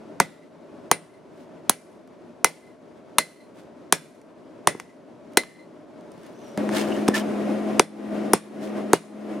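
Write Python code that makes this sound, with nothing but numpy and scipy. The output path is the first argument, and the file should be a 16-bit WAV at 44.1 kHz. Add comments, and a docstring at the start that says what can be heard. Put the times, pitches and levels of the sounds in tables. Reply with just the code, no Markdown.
"""Hot bolt upset on an anvil

A smith upsets a red-hot bolt, held in tongs, on a steel anvil outdoors; the microphone is close and overloads.
Each blow sums a noise crack, a dispersed falling thud, short damped steel modes and a brief echo of the yard.
Tools knock, tick and scrape on the face: small cracks, filtered hiss and wandering narrow resonances. The
forge, shaped noise, rumbles behind; at 6.575 s the scene changes, and for the last, duller blows on the cooled
bolt the forge is much louder and hums."""
import sys
import numpy as np
from scipy import signal
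from scipy.fft import rfft, irfft
from scipy.io import wavfile
from scipy.ndimage import uniform_filter1d, minimum_filter1d

SR = 44100
rng = np.random.default_rng(int(sys.argv[2]) if len(sys.argv) > 2 else 0)


def transcribe(u):
    """Save the signal u as a 16-bit wav file named by the first command-line argument.

    u: samples, shape (n,) or (channels, n), limited to [-1, 1]; the rate is SR.
    q: integer samples, one column per channel.
    """
    v = np.clip(np.atleast_2d(u).T, -1, 1)
    q = np.round(v * 32767).astype(np.int16)
    wavfile.write(sys.argv[1], SR, q)


N = 414540
TIME = np.arange(N) / SR

# Hammer blows, levels ahead of the limiter: t/s, thud/dB, thud tilt/(dB/octave), low knock/dB, punch/dB,
#   crack/dB, crack tilt/(dB/octave), anvil's lower tone/dB, main tone/dB, overtones/dB,
#   hammer ring/dB, its tilt/(dB/octave), ping/dB, bolt ring/dB, echo/dB, its tilt/(dB/octave)
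BLOWS = [ (0.2011, 3.5, 3, -0.5, 3, -6, -1.5, -26, -29.5, -48, -45.5, 0, -41, -34.5, -20, -1.4),
         (0.914, 2, 2.5, 1, 2.5, -6.5, -0.5, -29, -36.5, -46, -49, 5, -22, -30, -21, -1),
         (1.6955, -5.5, -3.5, -8.5, -0.5, -3, 3.5, -45, -35, -50.5, -54.5, 4, -36.5, -29, -25, 0.6),
         (2.4450, -1, 4.5, 0, -1.5, -5, 2, -44.5, -28.5, -44, -46.5, 7, -41, -26, -21, 0),
         (3.184, -3.5, 3, -6.5, 2.5, 1.5, -2.5, -27, -26, -32, -50, 3.5, -39.5, -24, -21, 0.8),
         (3.9249, -3, 1, -2, -0.5, -7, 0.8, -33, -42.5, -46.5, -39.5, 3, -38.5, -27.5, -20.5, -0.2),
         (4.6727, 1, 0.5, -0.5, 3.5, -10.5, -3.5, -26.5, -31.5, -49.5, -43, -2.5, -28.5, -33, -18.5, -1.3),
         (5.3720, -1.5, -0.5, -1, -2, 0.5, -2, -29, -21, -32.5, -46.5, -1, -32.5, -23, -19.5, -0.4),
         (7.7957, 4, -0.5, 2, 0.5, -2, -6, -41.5, -42, -48, -41, -1.5, -41, -28, -21.5, -1.5),
         (8.3343, 1, -3.5, 1, 0.5, -11.5, 6, -43, -42, -55, -39, 2, -41, -23.5, -19.5, -1.2),
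         (8.9328, 1.5, -2.5, 2, -2, -18.5, 7.5, -43, -42, -52, -49, 0, -47, -26, -20, -0.8), ]
# Modes around the anvil's main tone: f/Hz, level/dB, t60/s, after-ring level/dB
ANVIL_MODES = [(2010, -7, 0.11, -36), (2050, 2.5, 0.13, -28.5), (2160, -14.5, 0.06, -50),
               (2320, -12, 0.09, -46), (1050, -3, 0.04, -49.5)]
# Modes of the hammer head: f/Hz, level/dB, t60/s, after-ring level/dB
HAMMER_HEAD_MODES = [(3470, 1.5, 0.14, -18.5), (3300, -7.5, .12, -31), (4950, -6, .08, -38),
                     (5402, -0.5, 0.13, -25), (5600, -5, 0.12, -29), (6860, -8, .11, -34.5),
                     (8640, 1.5, 0.15, -27.5)]
# Chatter resonances of sliding steel: f/Hz, width/Hz, level/dB
CHATTER_BANDS = [(1300, 210, -1), (1726, 300, 6), (2250, 450, 2.5), (2950, 580, 3)]


def undb(db):
    """Amplitude ratio of a level: a factor of ten for every 20 dB."""
    return 10 ** (np.asarray(db) / 20)


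def unit(x):
    """Normalization of the mean power: rms 1."""
    return x / np.sqrt(np.mean(x ** 2))


def fade(t, t60):
    """Exponential decay of a damped system, 60 dB down after t60 seconds."""
    return np.exp(-np.log(1000) * t / t60)


def curve(rows):
    """Linear interpolation of (t/s, value) rows over the whole scene."""
    return np.interp(TIME, *np.transpose(rows))


def response(points, size, tilt_db=0):
    """Frequency response: (f/Hz, level/dB) points joined over log frequency, tilted in dB/octave about 1 kHz."""
    hz = np.maximum(np.arange(size // 2 + 1) * SR / size, 1)
    at, db = np.transpose(points)
    octave = np.log2(np.clip(hz, 250, None) / 1000)  # the tilt stops growing below 250 Hz
    return hz, undb(np.interp(np.log(hz), np.log(at), db) + tilt_db * octave)


def noise(points, size, side_db, tilt_db=0, peaks_db=0, spacing_hz=150):
    """Spectral shaping of stereo noise to rms 1, with a random comb of small resonances and wider deepest bass."""
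    hz, gain = response(points, size, tilt_db)
    comb = rng.standard_normal(1024)
    gain = gain * undb(peaks_db * np.interp(hz / spacing_hz, np.arange(len(comb)), comb))
    mid, side = rfft(rng.standard_normal((2, size))) * gain
    side = side * (undb(side_db) + .6 / (1 + (hz / 80) ** 4))
    return unit(irfft([mid + side, mid - side], size))


def walk(rate):
    """Low-pass random process: smoothed random steps, rate per second, with rms near 1."""
    hold = int(SR / rate)
    steps = np.repeat(rng.standard_normal(N // hold + 1), hold)
    return unit(uniform_filter1d(steps, hold)[:N])


def add(out, s, sound):
    """Superposition: mix a sound into out at time s."""
    i = int(s * SR)
    out[:, i:i + sound.shape[-1]] += sound[..., :N - i]


def dips(depth_db, recovery_s, onset_s=0.025):
    """Gain modulation in dB: a background drops after each blow and swells back."""
    age = np.maximum(TIME - np.array(BLOWS)[:, :1], 0)
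    onset = 1 - np.exp(-age / onset_s)
    recovery = np.exp(-(age / recovery_s) ** 2)
    return depth_db * np.sum(onset * recovery, axis=0)


def forge(hum_hz=210, hum_db=-2.5, waver_hz=1.23):
    """Turbulent combustion noise; when it roars, the burner also sings one slightly wavering note."""
    # Spectra of the distant and the close forge: f/Hz, level/dB
    far_spectrum = [(15, -64), (25, -41.5), (125, -12), (146, -13.5), (167, -7), (196, -9.5), (224, -4),
                    (318, -2), (501, -11), (621, -5.5), (790, -19), (879, -16), (1810, -29), (11200, -50),
                    (15000, -72.5)]
    near_spectrum = [(25, -37.5), (60, -27), (110, -14.5), (170, -10.5), (250, 0), (330, 2), (420, -4.5),
                     (510, -6), (620, -5.5), (930, -16.5), (2100, -24.5), (4500, -37), (8000, -43),
                     (10200, -42.5), (15000, -59)]
    # Levels of the distant rumble and the close roar, before the dips: t/s, level/dB
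    rumble_levels = [(0, -43), (2.5, -46), (5.9, -44.5), (6.55, -40)]
    roar_levels = [(6.57, -26.5), (7.8, -27), (8.5, -29), (9.4, -33)]
    # Dips of each after a blow: depth/dB, recovery/s
    rumble_dip = (-7.5, 0.32)
    roar_dip = (-23.5, 0.22)
    roar_start_s, crossfade_s = 6.575, 0.0031

    loud = np.clip((TIME - roar_start_s) / crossfade_s, 0, 1)
    flutter, throb = undb(1.1 * walk(25)), undb(1.1 * walk(15))

    rumble = noise(far_spectrum, N, side_db=-7.5, peaks_db=1.3, spacing_hz=34.2) * flutter
    rumble = rumble * undb(curve(rumble_levels) + dips(*rumble_dip))

    flame = noise(near_spectrum, N, side_db=-7.0, peaks_db=2.1, spacing_hz=35.5) * flutter
    hum_phase = 2 * np.pi * np.cumsum(hum_hz + waver_hz * walk(12)) / SR
    hum = unit(np.sin(hum_phase) * throb)
    roar = (flame + undb(hum_db) * hum) * undb(curve(roar_levels) + dips(*roar_dip))

    # both lean slightly to the left
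    lean = np.array([[1], [-1]])
    return (1 - loud) * rumble * undb(0.7 * lean) + loud * roar * undb(0.95 * lean)


def thud(t, tilt_db, knock_db=0, punch_db=0, lag_s=0.0052, knee_hz=300, yield_s=0.0005):
    """Dispersion of a push into the yielding bolt: lows lag highs, so the pulse falls in pitch in milliseconds."""
    # Spectrum of the push: f/Hz, level/dB
    thud_spectrum = [(20, -41), (45, -24.5), (90, -19.5), (170, -7.5), (250, -2.5), (400, 7), (480, 4),
                     (600, -10), (720, 3.5), (950, 6), (1200, 2.5), (1600, -2), (2100, -13.5),
                     (3000, -28.5), (8000, -39)]
    knock_hz, knock_octaves = 400, 0.47  # low resonance: centre and width
    punch_hz, punch_octaves = 1060, 0.45  # upper resonance: centre and width

    hz, gain = response(thud_spectrum, len(t), tilt_db)
    gain = gain * undb(knock_db * np.exp(-(np.log2(hz / knock_hz) / knock_octaves) ** 2))
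    gain = gain * undb(punch_db * np.exp(-(np.log2(hz / punch_hz) / punch_octaves) ** 2))
    # the folded cepstrum makes the pulse causal
    fold = 1 + np.sign(t) * np.sign(t[-1] / 2 - t)
    causal = rfft(irfft(np.log(gain)) * fold)
    # this phase gives a group delay that shrinks as frequency rises
    lag_phase = 2 * np.pi * (lag_s * knee_hz * np.log1p(hz / knee_hz) + yield_s * hz)
    pulse = irfft(np.exp(causal - 1j * lag_phase)) * fade(t, 0.18)
    return pulse / np.abs(pulse).max()


def stand(t, hz=164, t60=.3, db=-38):
    """Mass on a spring: the anvil bounces on its stand with a low, damped boom."""
    return undb(db) * np.sin(2 * np.pi * hz * t) * fade(t, t60) * (1 - np.exp(-t / 0.0044))


def crack(t, tilt_db, crush_s=0.0023, hiss=0.19, t60=0.031):
    """Brittle fracture: scale shatters in a noise burst while the faces close, then a hiss dies quickly."""
    # Spectrum of shattering scale: f/Hz, level/dB
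    crack_spectrum = [(300, -24), (1200, 1), (2300, 2), (4000, -2.5), (6500, 2), (7900, -4), (9200, 5.5),
                      (12000, -6), (14500, -9.5), (16500, -16.5)]
    shatter = noise(crack_spectrum, len(t), side_db=-17.5, tilt_db=tilt_db, peaks_db=3.0, spacing_hz=442)
    return shatter * (np.exp(-(t / crush_s) ** 2) + hiss * fade(t, t60))


def ring(t, modes, tilt_db, free_t60, scatter_db=1.3, shimmer=0.2, shimmer_hz=60, detune=0):
    """Modal superposition: steel damped hard under the blow, then singing on faintly, a little different each time."""
    hz, db, t60, free_db = np.transpose(modes)[:, :, None]
    size, phase, pan, shift = rng.standard_normal((4, len(modes), 1))
    gain = undb(scatter_db * size + tilt_db * np.log2(hz / hz[0]))
    decay = undb(db) * fade(t, t60) + undb(free_db) * fade(t, free_t60)

    # the bolt trembling on the face roughens each partial
    chance = rng.standard_normal((len(modes), 128, 2)) @ [1, 1j]
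    wander = np.array([np.interp(t * shimmer_hz, np.arange(len(c)), c) for c in chance])
    tremble = 1 + shimmer * wander

    carrier = np.exp(2j * np.pi * (hz * (1 + detune * shift) * t + phase))
    partials = gain * decay / np.hypot(1, shimmer) * np.imag(tremble * carrier)
    return np.array([np.sum(partials * (1 + way * .2 * pan), axis=0) for way in (1, -1)])


def yard(t, tilt_db, near_t60=0.13, far_t60=0.64, far_db=-22):
    """Diffuse reflection: near walls answer with a quick metallic clatter, far ones with a faint, duller tail."""
    # Spectrum of the yard's answer: f/Hz, level/dB
    yard_spectrum = [(40, -19.5), (170, 12), (500, 10.5), (750, 7.5), (1100, 2.5), (2200, 4.5),
                     (3000, -0.5), (7500, -4), (9500, -2), (11500, -8.5), (13000, -18.5), (15500, -23.5)]
    near = noise(yard_spectrum, len(t), side_db=-6.5, tilt_db=tilt_db, peaks_db=3.0, spacing_hz=110.8)
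    far = noise(yard_spectrum, len(t), side_db=-6.0, tilt_db=tilt_db - 0.27, peaks_db=3.2, spacing_hz=73.0)
    tail = near * fade(t, near_t60) + undb(far_db) * far * fade(t, far_t60)
    return tail * (1 - np.exp(-t / 0.0011))


def hammer():
    """Impact excitation: each blow snaps, thuds, cracks and rings the steels; ground, yard and walls reflect it."""
    # Modes, each f/Hz, level/dB, t60/s, after-ring level/dB:
    # dull modes of the anvil and its stand that every blow's thud wakes
    body_modes = [(558, -29.5, .1, -70), (1485, -37, 0.083, -72), (2410, -39.5, .11, -72)]
    # the anvil's lower tone, which beats against the main one
    anvil_low_modes = [(1956, 0.5, 0.13, -30.5)]
    # the anvil's rough overtones
    anvil_high_modes = [(4055, -2, 0.14, -19.5), (4160, 0, 0.13, -22), (4290, -5, 0.1, -26)]
    # a thin, high ping of the steel that only some blows wake fully
    ping_modes = [(9588, 0.5, 0.11, -34), (7610, -11.5, 0.079, -42)]
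    # the bolt in the tongs
    bolt_modes = [(9120, -3, 0.045, -36), (9700, -6, 0.05, -38), (9960, -6.5, 0.1, -34),
                  (10100, -3, 0.054, -38), (10880, -19.5, 0.06, -50.5)]
    # Distant walls return the anvil's ring and the yard's clatter: delay/s, ring/dB, clatter/dB
    far_walls = [(0.115, -33.5, -35), (0.175, -32.5, -42), (0.217, -28, -35.5), (0.248, -33.5, -40)]
    far_smear_s = 0.008  # a distant wall's answer swells in softly
    snap_lead_s, snap_db = 0.0005, -8.5  # the first touch snaps just ahead of the blow
    ground_s, ground_db = 0.0054, -20.5  # reflection from the ground

    out, t = np.zeros((2, N)), np.arange(24000) / SR
    for (s, thud_db, thud_tilt, knock_db, punch_db, crack_db, crack_tilt, low_db, main_db, high_db,
         head_db, head_tilt, ping_db, bolt_db, echo_db, echo_tilt) in BLOWS:
        push = undb(thud_db) * (thud(t, thud_tilt, knock_db, punch_db) + stand(t))
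        contact = push + undb(crack_db) * crack(t, crack_tilt)
        body = undb(thud_db) * ring(t, body_modes, 0, free_t60=0.4, shimmer=0.17)
        anvil = (undb(low_db) * ring(t, anvil_low_modes, 0, free_t60=0.7, shimmer=0.35)
                 + undb(main_db) * ring(t, ANVIL_MODES, 0, free_t60=0.7, shimmer=0.66)
                 + undb(high_db) * ring(t, anvil_high_modes, 0, free_t60=0.44, shimmer=0.8, shimmer_hz=130))
        head = undb(head_db) * ring(t, HAMMER_HEAD_MODES, head_tilt, free_t60=0.55, shimmer=0.4, shimmer_hz=90)
        ping = undb(ping_db) * ring(t, ping_modes, 0, free_t60=.45)
        bolt = undb(bolt_db) * ring(t, bolt_modes, 0, free_t60=0.5, scatter_db=2.0,
                                    shimmer=1.2, shimmer_hz=220, detune=0.0069)
        echo = undb(echo_db) * yard(t, echo_tilt)
        snap = undb(snap_db) * crack(t, tilt_db=-0.75, crush_s=0.0013, hiss=0)

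        add(out, s - snap_lead_s, snap)
        add(out, s, contact + body + anvil + head + ping + bolt + echo)
        # the ground's reflection is weaker on the right
        add(out, s + ground_s, undb(ground_db) * contact * np.array([[1], [.6]]))
        for delay_s, ring_db, clatter_db in far_walls:
            far = undb(ring_db) * anvil + undb(clatter_db) * echo
            add(out, s + delay_s, far * (1 - np.exp(-t / far_smear_s)))
    return out


def narrow_band(hz, width_hz, drift):
    """Amplitude modulation: a random envelope spreads a sine into a narrow noise band whose centre wanders."""
    phase = 2 * np.pi * np.cumsum(hz * (1 + drift * walk(22))) / SR
    return walk(width_hz) * np.sin(phase)


def grit(per_s=260, spread_db=2.0, t60=0.016):
    """Impulse response excitation: grains of scale give way one by one and briefly ring the sliding steel."""
    out, t = 0, np.arange(2048) / SR
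    for hz, _, db in CHATTER_BANDS:
        sizes = undb(spread_db * np.minimum(rng.exponential(size=N), 3))
        grains = (rng.random(N) < per_s / SR) * sizes
        resonance = np.sin(2 * np.pi * hz * t) * fade(t, t60)
        out = out + undb(db) * signal.fftconvolve(grains, resonance)[:N]
    return unit(out)


def scrapes(grit_db=3, slip_db=6.5, drift=.025, squeak_hz=5800, squeak_width_hz=650):
    """Stick-slip friction: tools drag over scale with gritty hiss, catching resonances and one thin squeak."""
    # Spectrum of the hiss: f/Hz, level/dB
    hiss_spectrum = [(200, -44), (700, 7.5), (2500, 2.5), (5000, -2), (10000, -6.5), (15500, -18.5)]
    # Steel sliding over loose scale: t/s, rise/s, fall/s, hiss/dB, chatter/dB
    strokes = [(1.27, 0.13, 0.12, -60.5, -73.5), (3.51, 0.085, 0.1, -56, -72), (5.9, .37, 0.18, -58, -67),
               (6.281, 0.19, 0.3, -55, -65), (6.665, 0.11, 0.14, -28.5, -36), (6.82, 0.078, 0.68, -45, -44),
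               (7.133, 0.016, 0.095, -23.5, -28.5), (7.52, 0.058, .15, -57, -60),
               (8.58, 0.057, 0.12, -45, -65)]
    # The tongs squeak faintly as they turn: t/s, level/dB
    squeak_levels = [(6.28, -85), (6.35, -68.5), (6.48, -58), (6.57, -68)]
    grains_db = -5  # crushed grains, relative to the chatter

    hiss = unit(noise(hiss_spectrum, N, side_db=-5.5, peaks_db=1.5) * undb(grit_db * walk(700)))
    chatter = unit(sum(undb(db + slip_db * walk(45)) * narrow_band(hz, width, drift)
                       for hz, width, db in CHATTER_BANDS))
    chatter = unit(chatter + undb(grains_db) * grit())
    squeaking = undb(curve(squeak_levels)) * (TIME < squeak_levels[-1][0])
    out = squeaking * narrow_band(squeak_hz, squeak_width_hz, drift)
    for s, rise, fall, hiss_db, chatter_db in strokes:
        pressure = np.interp(TIME, [s, s + rise, s + rise + fall], [0, 1, 0]) ** 2
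        out = out + pressure * (undb(hiss_db) * hiss + undb(chatter_db) * chatter)
    return out


def ticks(tilt_db=-3.0):
    """Brittle fracture on a small scale: flakes crunch with a soft crack."""
    # Flakes of scale ticking under the tongs: t/s, level/dB
    flakes = [(2.075, -60.5), (4.215, -57.5), (5.322, -61.5), (5.334, -53.5), (6.009, -59), (6.118, -53.5),
              (6.265, -52.5)]
    out, t = np.zeros((2, N)), np.arange(4096) / SR
    for s, db in flakes:
        add(out, s, undb(db) * crack(t, tilt_db, crush_s=0.0029, hiss=0.38, t60=.05))
    return out


def knocks():
    """Weak impact excitation: tools set down give a dull thud and a click that barely wakes steel and yard."""
    # Light knocks of tongs, bolt and resting hammer: t/s, thud/dB, click/dB, click tilt/(dB/octave)
    touches = [(4.748, -23.5, -66, -5), (4.7993, -43, -30, -4), (5.435, -50, -35, -6.5),
               (6.5752, -19.5, -28.5, -6), (6.691, -18, -26, -9), (6.851, -39, -31, -9),
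               (7.0804, -19, -16, -5), (7.0843, -3, -20, -1.5)]
    thud_tilt = -11.5  # dB per octave
    ring_db, echo_db = -23.5, -16  # relative to the click

    out, t = np.zeros((2, N)), np.arange(24000) / SR
    for s, thud_db, click_db, click_tilt in touches:
        steel = undb(ring_db) * ring(t, ANVIL_MODES + HAMMER_HEAD_MODES, tilt_db=-6.0, free_t60=.5)
        click = crack(t, click_tilt) + steel + undb(echo_db) * yard(t, tilt_db=-1.5)
        push = undb(thud_db) * (thud(t, thud_tilt) + stand(t))
        add(out, s, push + undb(click_db) * click)
    return out


def scene():
    """Superposition of forge, hammer, sliding tools, scale and knocking tools."""
    return forge() + hammer() + scrapes() + ticks() + knocks()


def record(dry, ceiling_db=2.5, low_cut_hz=35, top_hz=15900):
    """Limiting and saturation: a fast limiter holds blows down, the rest overloads; deepest bass and top are cut."""
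    room = np.minimum(1, undb(ceiling_db) / (np.abs(dry).max(axis=0) + 1e-9))
    held = dry * uniform_filter1d(minimum_filter1d(room, size=65), size=65)
    clipped = held / (1 + held ** 8) ** (1 / 8)
    low_cut = signal.butter(1, low_cut_hz, "high", fs=SR, output="sos")
    top_cut = signal.ellip(8, .2, 70, top_hz, fs=SR, output="sos")
    return signal.sosfilt(top_cut, signal.sosfilt(low_cut, clipped))


dry = scene()
out = record(dry)
transcribe(out)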